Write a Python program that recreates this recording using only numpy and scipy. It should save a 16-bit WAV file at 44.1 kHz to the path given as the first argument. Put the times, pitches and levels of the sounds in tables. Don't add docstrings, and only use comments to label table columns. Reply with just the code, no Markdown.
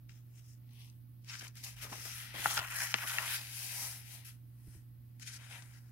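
import sys
import numpy as np
from scipy import signal
from scipy.fft import rfft, irfft
from scipy.io import wavfile

SR = 44100
rng = np.random.default_rng(int(sys.argv[2]) if len(sys.argv) > 2 else 0)


def wrap_up_sound(samples):
    columns = np.atleast_2d(samples).T
    tamed = np.clip(columns, -1, 1)
    steps = np.round(tamed * 32767).astype(np.int16)
    wavfile.write(sys.argv[1], SR, steps)


N = 260631

# (time of full strength [s], rise [s], hold [s], fall [s],
# rustle [dB], skin [dB], scuff [dB], air pocket [dB])
TOUCHES = [(0.092, .005, 0.004, 0.15, -66, -91, -67.5, -82),
           (0.384, 0.093, .003, 0.083, -70, -71, -66.5, -87),
           (0.443, 0.036, 0.09, 0.06, -77.5, -75, -71, -95),
           (0.737, 0.094, 0.14, 0.11, -65, -71.5, -80, -81.5), (0.8, 0.12, .003, 0.12, -58, -79, -89, -91),
           (1.296, 0.041, 0.07, 0.045, -49, -58, -51.5, -67),
           (1.395, 0.022, 0.0033, 0.01, -56, -53.5, -48, -85),
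           (1.41, 0.012, 0.012, 0.027, -50, -59, -56, -65.5),
           (1.443, 0.019, 0.0024, 0.055, -50, -55, -54, -79),
           (1.462, .01, 0.0076, 0.0096, -56, -76, -73, -60),
           (1.48, 0.0077, 0.0021, 0.0063, -67, -58, -53, -76),
           (1.57, 0.024, .003, 0.11, -52.5, -58, -56, -77),
           (1.639, 0.0061, 0.0079, 0.022, -46.5, -49, -48.5, -77),
           (1.661, 0.047, .003, 0.11, -48.5, -52, -52.5, -61),
           (1.766, .01, 0.026, .05, -56.5, -60.5, -65, -72),
           (1.825, 0.039, 0.016, 0.06, -45.5, -47, -49.5, -66),
           (4.249, 0.0054, 0.043, 0.075, -62, -55.5, -63, -90),
           (4.755, 0.24, 0.0028, 0.085, -71, -60.5, -72, -78.5),
           (5.205, 0.0056, 0.023, .03, -67, -65.5, -66.5, -83.5),
           (5.225, 0.018, 0.0032, 0.033, -53.5, -56, -53, -85),
           (5.274, 0.025, 0.0024, 0.071, -47.5, -48, -50, -72),
           (5.334, 0.072, 0.037, 0.015, -55.5, -51, -55, -78),
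           (5.432, 0.19, .003, 0.62, -57, -60, -66, -66.5),
           (5.509, 0.027, 0.07, 0.084, -51, -55.5, -61, -61),
           (5.64, 0.027, 0.14, 0.03, -63, -67.5, -80, -96),
           (5.74, 0.041, 0.047, 0.021, -62, -82, -72.5, -91)]
EDGE_DB = 20
# (time [s], rustle [dB], skin [dB], air pocket [dB])
STROKE = [(1.86, -100, -100, -110), (1.9, -57, -56, -95), (1.926, -52.5, -53, -44),
          (2.051, -51, -50.5, -115), (2.054, -49, -48, -53), (2.13, -50.5, -49.5, -71.5),
          (2.225, -48.5, -51, -68), (2.325, -53.5, -62.5, -70), (2.355, -45, -52, -55),
          (2.415, -39.5, -46, -59), (2.464, -38, -43.5, -49.5), (2.55, -41, -43, -53),
          (2.576, -36.5, -40, -46.5), (2.604, -45.5, -51, -56), (2.684, -46.5, -51, -64),
          (2.73, -37, -47, -55.5), (2.79, -36, -45, -58), (2.834, -31, -42, -50), (2.933, -43.5, -51, -65),
          (3.033, -41, -48.5, -53.5), (3.053, -50, -51.5, -47.5), (3.073, -40, -44, -61),
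          (3.193, -42.5, -46.5, -46.5), (3.362, -38, -39.5, -60), (3.402, -51.5, -51.5, -56.5),
          (3.472, -53, -52.5, -70), (3.632, -50, -44.5, -61.5), (3.71, -46.5, -45.5, -62),
          (3.831, -44.5, -42.5, -52), (3.931, -49, -47.5, -63.5), (4.041, -60, -60.5, -77),
          (4.141, -54, -50.5, -66), (4.243, -65.5, -69, -76), (4.28, -99, -110, -100)]
# (time [s], level below skin [dB])
SCUFF_UNDER_SKIN = [(1.95, 2.8), (2.2, 5.3), (2.57, 4.4), (2.7, 4.7), (2.83, 1.9), (3.0, 3.5), (3.3, 5),
                    (3.45, 5.4), (3.65, 6.4), (3.85, 5.1), (4.15, 7.8)]
# (rustle [dB], skin [dB], scuff [dB], air pocket [dB])
RESTING_DB = (-91.5, -83.5, -95.5, -105)
# (frequency [Hz], relative density [dB])
SKIN_SPECTRUM = [(5000, -46.5), (7600, -19), (9500, 1.5), (11500, -2), (13500, -6), (16000, 1.5)]
# (frequency [Hz], relative density [dB])
SCUFF_SPECTRUM = [(2000, -32), (3600, -19.5), (4300, 1.5), (5300, 6), (6500, -1), (8000, -3), (11000, -20)]
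# (time [s], frequency factor [1])
SCUFF_PITCH = [(0.55, 1.15), (1.2, 1.033), (4.4, 1.01), (5.2, 1)]
# (frequency / centre [1], density before focus factor [dB])
RUSTLE_SPECTRUM = [(.3, -39), (.48, -10.5), (.6, -4.5), (.85, -2), (1.2, -3.5), (1.6, -5), (2.6, -22)]
# (time [s], centre [Hz], focus factor on the spectrum dB [1])
BEND = [(0.1, 2320, 1.1), (0.6, 2230, 1.2), (0.72, 3540, 1.9), (0.9, 3500, 2.6), (1.2, 2500, 1.6),
        (1.5, 1960, 1.05), (1.65, 3100, 1.8), (1.8, 2300, 1.65), (2.2, 2500, 0.99), (2.4, 2600, 1.34),
        (2.5, 2280, 0.83), (2.65, 1840, 0.72), (2.78, 1990, 2.66), (2.9, 2030, 2.4), (3.1, 2070, 0.71),
        (3.22, 1880, 1.12), (3.3, 2290, 1.2), (3.39, 2650, 0.69), (3.55, 2980, 1), (3.85, 2360, 2.56),
        (4.05, 2360, 1.94), (4.2, 2980, 1.4), (4.29, 2125, 0.59), (4.75, 1850, 0.85), (5.25, 2326, 1.75),
        (5.5, 2190, 1.3), (5.7, 2100, 2.9)]
# (frequency [Hz], relative density [dB])
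POCKET_SPECTRUM = [(250, -20), (450, -21), (620, -8), (850, -1), (1050, 1.5), (1250, -11), (1600, -27.5)]
# (time [s], exponent on grain and factor on flicker dB [1])
CATCH = [(1.2, 1.65), (1.9, 0.82), (2.3, 0.83), (2.5, 2.05), (3.35, 1.07), (3.5, 0.7), (4.2, 0.73),
         (5.2, 0.88)]
# (time [s], slope above 10 kHz [dB/octave])
REACH = [(4.4, -5.5), (5.1, -39.5)]
# (frequency [Hz], likeness [1])
LIKENESS = [(300, 0.93), (1000, 0.83), (2000, 0.62), (4000, 0.11), (8000, 0.25), (16000, 0.19)]
# (time [s], left-right level difference before any SHADOW or lean factor [dB])
SIDEWAYS = [(0.0, 7), (1.12, 6), (2.06, 7.5), (2.45, 5.5), (2.78, 4), (3.15, 5), (3.4, 4), (3.57, 10.5),
            (3.9, 6.5), (4.1, 11.5), (4.4, 8), (5.05, 11), (5.91, 5.5)]
# (frequency [Hz], share of the left-right dB applied [1])
SHADOW = [(300, -1.5), (1000, 0.6), (2000, 1.31), (4000, 0.69), (8000, 0.5), (13000, 0.24)]
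# (time [s], level [dB], centre [Hz], t60 [s])
SLIPS = [(1.414, -46.5, 353, 0.26), (1.554, -47, 5500, 0.053), (1.829, -43.5, 450, 1),
         (1.92, -37.5, 495, 0.13), (2.0518, -33.5, 700, 0.047), (2.052, -26, 6500, 0.051),
         (2.343, -37, 385, 0.45), (2.461, -39, 563, 0.19), (2.593, -43, 347, 0.28),
         (2.941, -29, 293, 0.058), (5.196, -43.5, 3040, 0.052), (5.622, -37.5, 1700, 0.039)]
# (time [s], level [dB], fold centre [Hz], fold width [octaves],
# factor on mode t60 [1])
SNAPS = [(0.094, -45, 3600, 1.1, 1.3), (0.899, -50, 6500, 0.48, 1.1), (1.246, -47.5, 6500, 0.84, 0.27),
         (2.0539, -37, 2970, 2.2, 0.59), (2.454, -31, 1500, 1, 1.5), (2.458, -12, 1060, 0.45, 0.78),
         (2.461, -28, 1050, 2.6, 0.32), (2.591, -19.5, 1280, 6.7, 0.43), (2.9414, -9.5, 3000, 1.01, 0.28),
         (3.1841, -18, 2600, 0.95, 2.2), (3.184, -20.5, 3800, 0.55, 0.6), (4.2484, -62, 8000, 1.4, 0.84),
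         (5.1975, -50, 3500, 1.6, 0.83)]
# (frequency [Hz], relative level [dB], t60 before stretch [s])
SHEET_MODES = [(450, -7.5, 0.015), (814, -1, 0.019), (1374, 0, 0.031), (1874, 7.5, 0.0088),
               (2750, 10, 0.0069), (3985, 2, 0.005), (4860, -0.5, 0.015), (6100, 4.5, 0.0076),
               (8750, -9.5, 0.028), (12740, -13.5, .005)]
GIVE_S = 0.00035
SNAP_LEAN = 1.4
DIP_HZ, DIP_WIDTH_HZ = 1180, 530
# (time [s], share cancelled [1])
FLAT = [(3.3, 0.4), (3.45, 0.73)]
# (frequency [Hz], width [Hz],
# mean lift before LOOSE factor [dB])
BOOK_RESONANCES = [(868, 91, -1), (1360, 190, 4.5), (1946, 100, 2), (2560, 260, 1.5), (3206, 150, 2),
                   (5150, 410, 1.5), (5900, 320, 0), (6810, 448, 3.4), (10970, 1060, 2)]
# (time [s], factor on lift [1])
LOOSE = [(1.8, 1), (2.0, 1.5), (4.4, 1.2), (5.1, 1.7)]
WANDER_DB, WANDER_HZ = 1.5, 7
NEAR_T60_S, NEAR_DB = .04, -17
# (time [s], level [dB], settled pitch [Hz], t60 [s])
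THUDS = [(1.83, -47, 75.4, 0.17), (1.918, -35.5, 198, 0.026), (2.456, -40, 146, 0.08),
         (2.591, -38, 93, 0.054), (4.667, -56.5, 310, 0.11), (4.681, -27.5, 85, 0.023),
         (4.749, -57, 309, 0.2), (4.764, -33.5, 89, 0.04)]
SAG, SAG_S = 0.35, 0.0057
# (time [s], level [dB])
WAFT = [(1.2, -93), (1.8, -61.5), (2.2, -71.5), (2.6, -62), (3.1, -77)]
# (frequency [Hz], mean level before pan [dB rms], waver [dB])
HUM = [(119.9, -53.5, 0.33), (238.8, -77, 2.5)]
HUM_PAN_DB, LEFT_LAG_S = -3.5, .0001
# (frequency [Hz], relative density [dB])
RUMBLE_SPECTRUM = [(15, -29.5), (30, -8), (60, 2), (100, 2.5), (200, -5.5), (310, -8.5), (420, -28.5),
                   (700, -45.5)]
RUMBLE_DB = -64
# (frequency [Hz], relative density [dB])
HISS_SPECTRUM = [(400, 4.5), (2000, -4), (5000, -7), (7700, -29.5), (11000, -0.5), (13000, 1.5), (16000, 4)]
HISS_DB = -68.5
CUTOFF_HZ = 15800


def amp(db):
    return 10 ** (np.asarray(db) / 20)


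def rms_one(x):
    return x / np.sqrt(np.mean(x ** 2) + 1e-20)


def at_hz(points, hz):
    table = np.array(points)
    return np.interp(np.log(hz), np.log(table[:, 0]), table[:, 1])


def in_time(rows):
    s, *columns = np.transpose(rows)
    return [np.interp(np.arange(N) / SR, s, c) for c in columns]


def drift(rate_hz):
    r = np.exp(-80 * np.pi * rate_hz / SR)
    noise = rng.standard_normal(N // 40 + 2002)
    slow = signal.lfilter([1], [1, -2 * r, r * r], noise)[2000:]
    return np.interp(np.arange(N) / 40, np.arange(len(slow)), rms_one(slow))


def pair(alike):
    mid, side = rng.standard_normal((2, N))
    alike = np.clip(alike, 0, 1)
    return np.sqrt(.5 + .5 * alike) * mid + np.sqrt(.5 - .5 * alike) * side * [[1], [-1]]


def coloured(x, spectrum):
    hz = np.maximum(np.fft.rfftfreq(N, 1 / SR), 1)
    return rms_one(irfft(rfft(x) * amp(at_hz(spectrum, hz)), N))


def placed(x, pan_db):
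    left, right = np.broadcast_to(x, (2, N))
    left = np.interp(np.arange(N) - round(LEFT_LAG_S * SR), np.arange(N), left)
    return np.array([left * amp(pan_db / 2), right * amp(-pan_db / 2)])


def shadow(hz, pan_db):
    return amp(at_hz(SHADOW, hz) * pan_db / 2 * np.array([[1], [-1]]))


def hand():
    t = np.arange(N) / SR
    rustle_db, skin_db, pocket_db = in_time(STROKE)
    scuff_db = skin_db - in_time(SCUFF_UNDER_SKIN)[0]
    power = amp([rustle_db, skin_db, scuff_db, pocket_db]) ** 2
    power = power + amp(RESTING_DB)[:, None] ** 2
    for s, rise, hold, fall, *levels_db in TOUCHES:
        near = slice(round((s - 2 * rise) * SR), round((s + hold + 2 * fall) * SR))
        before, after = (s - t[near]) / rise, (t[near] - s - hold) / fall
        away = np.maximum(np.maximum(before, after), 0)
        power[:, near] += amp(np.array(levels_db)[:, None] - EDGE_DB * away) ** 2
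    return 10 * np.log10(power)


def fibres(per_s, smooth):
    sizes = amp(3 * np.minimum(rng.exponential(1, N), 4))
    caught = (rng.random(N) < per_s / SR) * sizes
    return rms_one(smooth + signal.lfilter([1], [1, -.97], caught))


def friction(skin_db, scuff_db, rustle_db, centre_hz, focus, pocket_db, pan_db):
    edges = 150 * 2 ** (np.arange(21) / 2.97)
    centres, widths = np.sqrt(edges[1:] * edges[:-1]), np.diff(edges)
    shapes = [amp(at_hz(s, centres)) ** 2 for s in (SKIN_SPECTRUM, SCUFF_SPECTRUM, POCKET_SPECTRUM)]
    skin, scuff, pocket = [s / np.sum(s * widths) for s in shapes]
    skin_power, scuff_power, pocket_power = [amp(db) ** 2 for db in (skin_db, scuff_db, pocket_db)]
    (pitch,), (slope_db,), (catch,) = in_time(SCUFF_PITCH), in_time(REACH), in_time(CATCH)
    white = rng.standard_normal((2, 2, N))
    coarse = fibres(per_s=740, smooth=3.6) ** catch
    fine = fibres(per_s=690, smooth=5.6) ** catch
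    out, judder, patch = 0, .6 * drift(30), drift(8)
    for k, hz in enumerate(centres):
        band = signal.butter(3, [edges[k], edges[k + 1]], "band", fs=SR, output="sos")
        grain = coarse if hz < 6000 else fine
        mid, side = signal.sosfilt(band, white[k % 2] * grain)
        alike = np.clip(at_hz(LIKENESS, hz), -1, 1)
        stereo = np.sqrt(1 + alike) * mid + np.sqrt(1 - alike) * side * [[1], [-1]]

        rustle_shape_db = focus * at_hz(RUSTLE_SPECTRUM, hz / centre_hz)
        density = amp(rustle_db + rustle_shape_db) ** 2 / centre_hz
        shift_db = at_hz(SCUFF_SPECTRUM, hz / pitch) - at_hz(SCUFF_SPECTRUM, hz)
        density = density + skin[k] * skin_power + pocket[k] * pocket_power
        density = density + scuff[k] * scuff_power * amp(shift_db) ** 2

        patch = .6 * patch + .8 * drift(6)
        flicker_db = catch * (judder + 0.9 * patch)
        shade_db = slope_db * max(np.log2(hz / 10000), 0)
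        gain = np.sqrt(SR / 4 * density) * amp(flicker_db + shade_db)
        out = out + gain * shadow(hz, pan_db) * stereo
    return out


def dipped(x):
    b, a = signal.iirpeak(DIP_HZ, DIP_HZ / DIP_WIDTH_HZ, fs=SR)
    return x - np.clip(in_time(FLAT)[0], 0, 1) * signal.lfilter(b, a, x)


def resonant(x):
    loose, = in_time(LOOSE)
    for hz, width_hz, mean_db in BOOK_RESONANCES:
        b, a = signal.iirpeak(hz, hz / width_hz, fs=SR)
        lift_db = loose * mean_db + WANDER_DB * drift(WANDER_HZ)
        x = x + (amp(lift_db) - 1) * signal.lfilter(b, a, x)
    return x


def slips():
    out, noise = np.zeros((2, N)), pair(0.47) * fibres(per_s=430, smooth=0.5)
    for s, level_db, hz, t60 in SLIPS:
        at = round(s * SR)
        t = np.arange(min(SR // 4, N - at)) / SR
        here = slice(at, at + len(t))
        limits_hz = [hz / 3.2, min(hz * 4.8, .45 * SR)]
        band = signal.butter(2, limits_hz, "band", fs=SR, output="sos")
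        burst = rms_one(signal.sosfilt(band, noise[:, here]))
        out[:, here] += burst * amp(level_db - 10.5 - 60 * t / t60)
    return out


def ring(clicks, hz, t60):
    r, w = amp(-60 / (t60 * SR)), 2 * np.pi * hz / SR
    return signal.lfilter([0, np.sin(w)], [1, -2 * r * np.cos(w), r * r], clicks + 1e-18)


def snaps(pan_db):
    out, kick = np.zeros((2, N)), np.arange(SR // 10) == 0
    giving = 1 - np.exp(-np.arange(len(kick)) / SR / GIVE_S)
    for s, level_db, fold_hz, octaves, stretch in SNAPS:
        at, rings = round(s * SR), 0
        for k, (hz, mode_db, t60) in enumerate(SHEET_MODES):
            off_fold = np.log2(hz / fold_hz) / octaves
            kicked_db = mode_db + 1.4 * rng.standard_normal() - 4.1 * off_fold ** 2
            mode = amp(kicked_db) * ring(kick, hz, t60 * stretch) * (-1) ** k
            rings = rings + mode * shadow(hz, pan_db[at])
        snap = giving * rings
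        out[:, at:][:, :len(kick)] += amp(level_db) * snap / np.max(np.abs(snap.mean(axis=0)))
    return out


def surroundings(x, wet_db, count):
    t, wet = np.arange(SR // 10) / SR, 0
    for k in range(count):
        swarm = rng.standard_normal((2, len(t))) * amp(-60 * t / NEAR_T60_S) * (t > .0006)
        swarm = signal.lfilter([1], [1, -.6], swarm)
        swarm = amp(wet_db) * swarm / np.sqrt(np.sum(swarm ** 2, axis=1, keepdims=True))
        share = 1
        if count > 1:
            share = np.sqrt(2 / count) * np.cos(np.pi * (np.arange(N) / SR + k / count))
        wet = wet + signal.fftconvolve(x * share, swarm, axes=1)[:, :N]
    return (x + wet) / np.sqrt(1 + amp(wet_db) ** 2)


def thuds():
    out, t = np.zeros(N), np.arange(SR // 3) / SR
    sagged_s = t + SAG * SAG_S * (1 - np.exp(-t / SAG_S))
    for s, level_db, hz, t60 in THUDS:
        envelope = amp(level_db - 60 * t / t60) * (1 - np.exp(-t / .004))
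        out[round(s * SR):][:len(t)] += envelope * np.sin(2 * np.pi * hz * sagged_s)
    return out


def waft():
    level_db, = in_time(WAFT)
    band = signal.butter(2, [38, 85], "band", fs=SR, output="sos")
    return amp(level_db) * rms_one(signal.sosfilt(band, pair(.8)))


def hum():
    t, out = np.arange(N) / SR, 0
    for hz, db, waver_db in HUM:
        level = np.sqrt(2) * amp(db + waver_db * drift(5.2))
        out = out + level * np.sin(2 * np.pi * (hz * t + rng.random()))
    return out


def rumble():
    return amp(RUMBLE_DB) * coloured(pair(0.45), RUMBLE_SPECTRUM)


def scene():
    (pan_db,), (centre_hz, focus) = in_time(SIDEWAYS), in_time(BEND)
    rustle_db, skin_db, scuff_db, pocket_db = hand()
    rubbing = friction(skin_db, scuff_db, rustle_db, centre_hz, focus, pocket_db, pan_db)
    rubbing = placed(resonant(dipped(rubbing)), 0) + placed(slips(), pan_db)
    snapping = placed(snaps(SNAP_LEAN * pan_db), 0)
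    paper = surroundings(rubbing, NEAR_DB, count=4)
    paper = paper + surroundings(snapping, NEAR_DB + 4.0, count=1)
    return paper + thuds() + waft() + placed(hum(), HUM_PAN_DB) + rumble()


def record(dry):
    hiss = amp(HISS_DB) * coloured(pair(0.041), HISS_SPECTRUM)
    return signal.sosfilt(signal.ellip(12, .5, 70, CUTOFF_HZ, fs=SR, output="sos"), dry + hiss)


dry = scene()
out = record(dry)
wrap_up_sound(out)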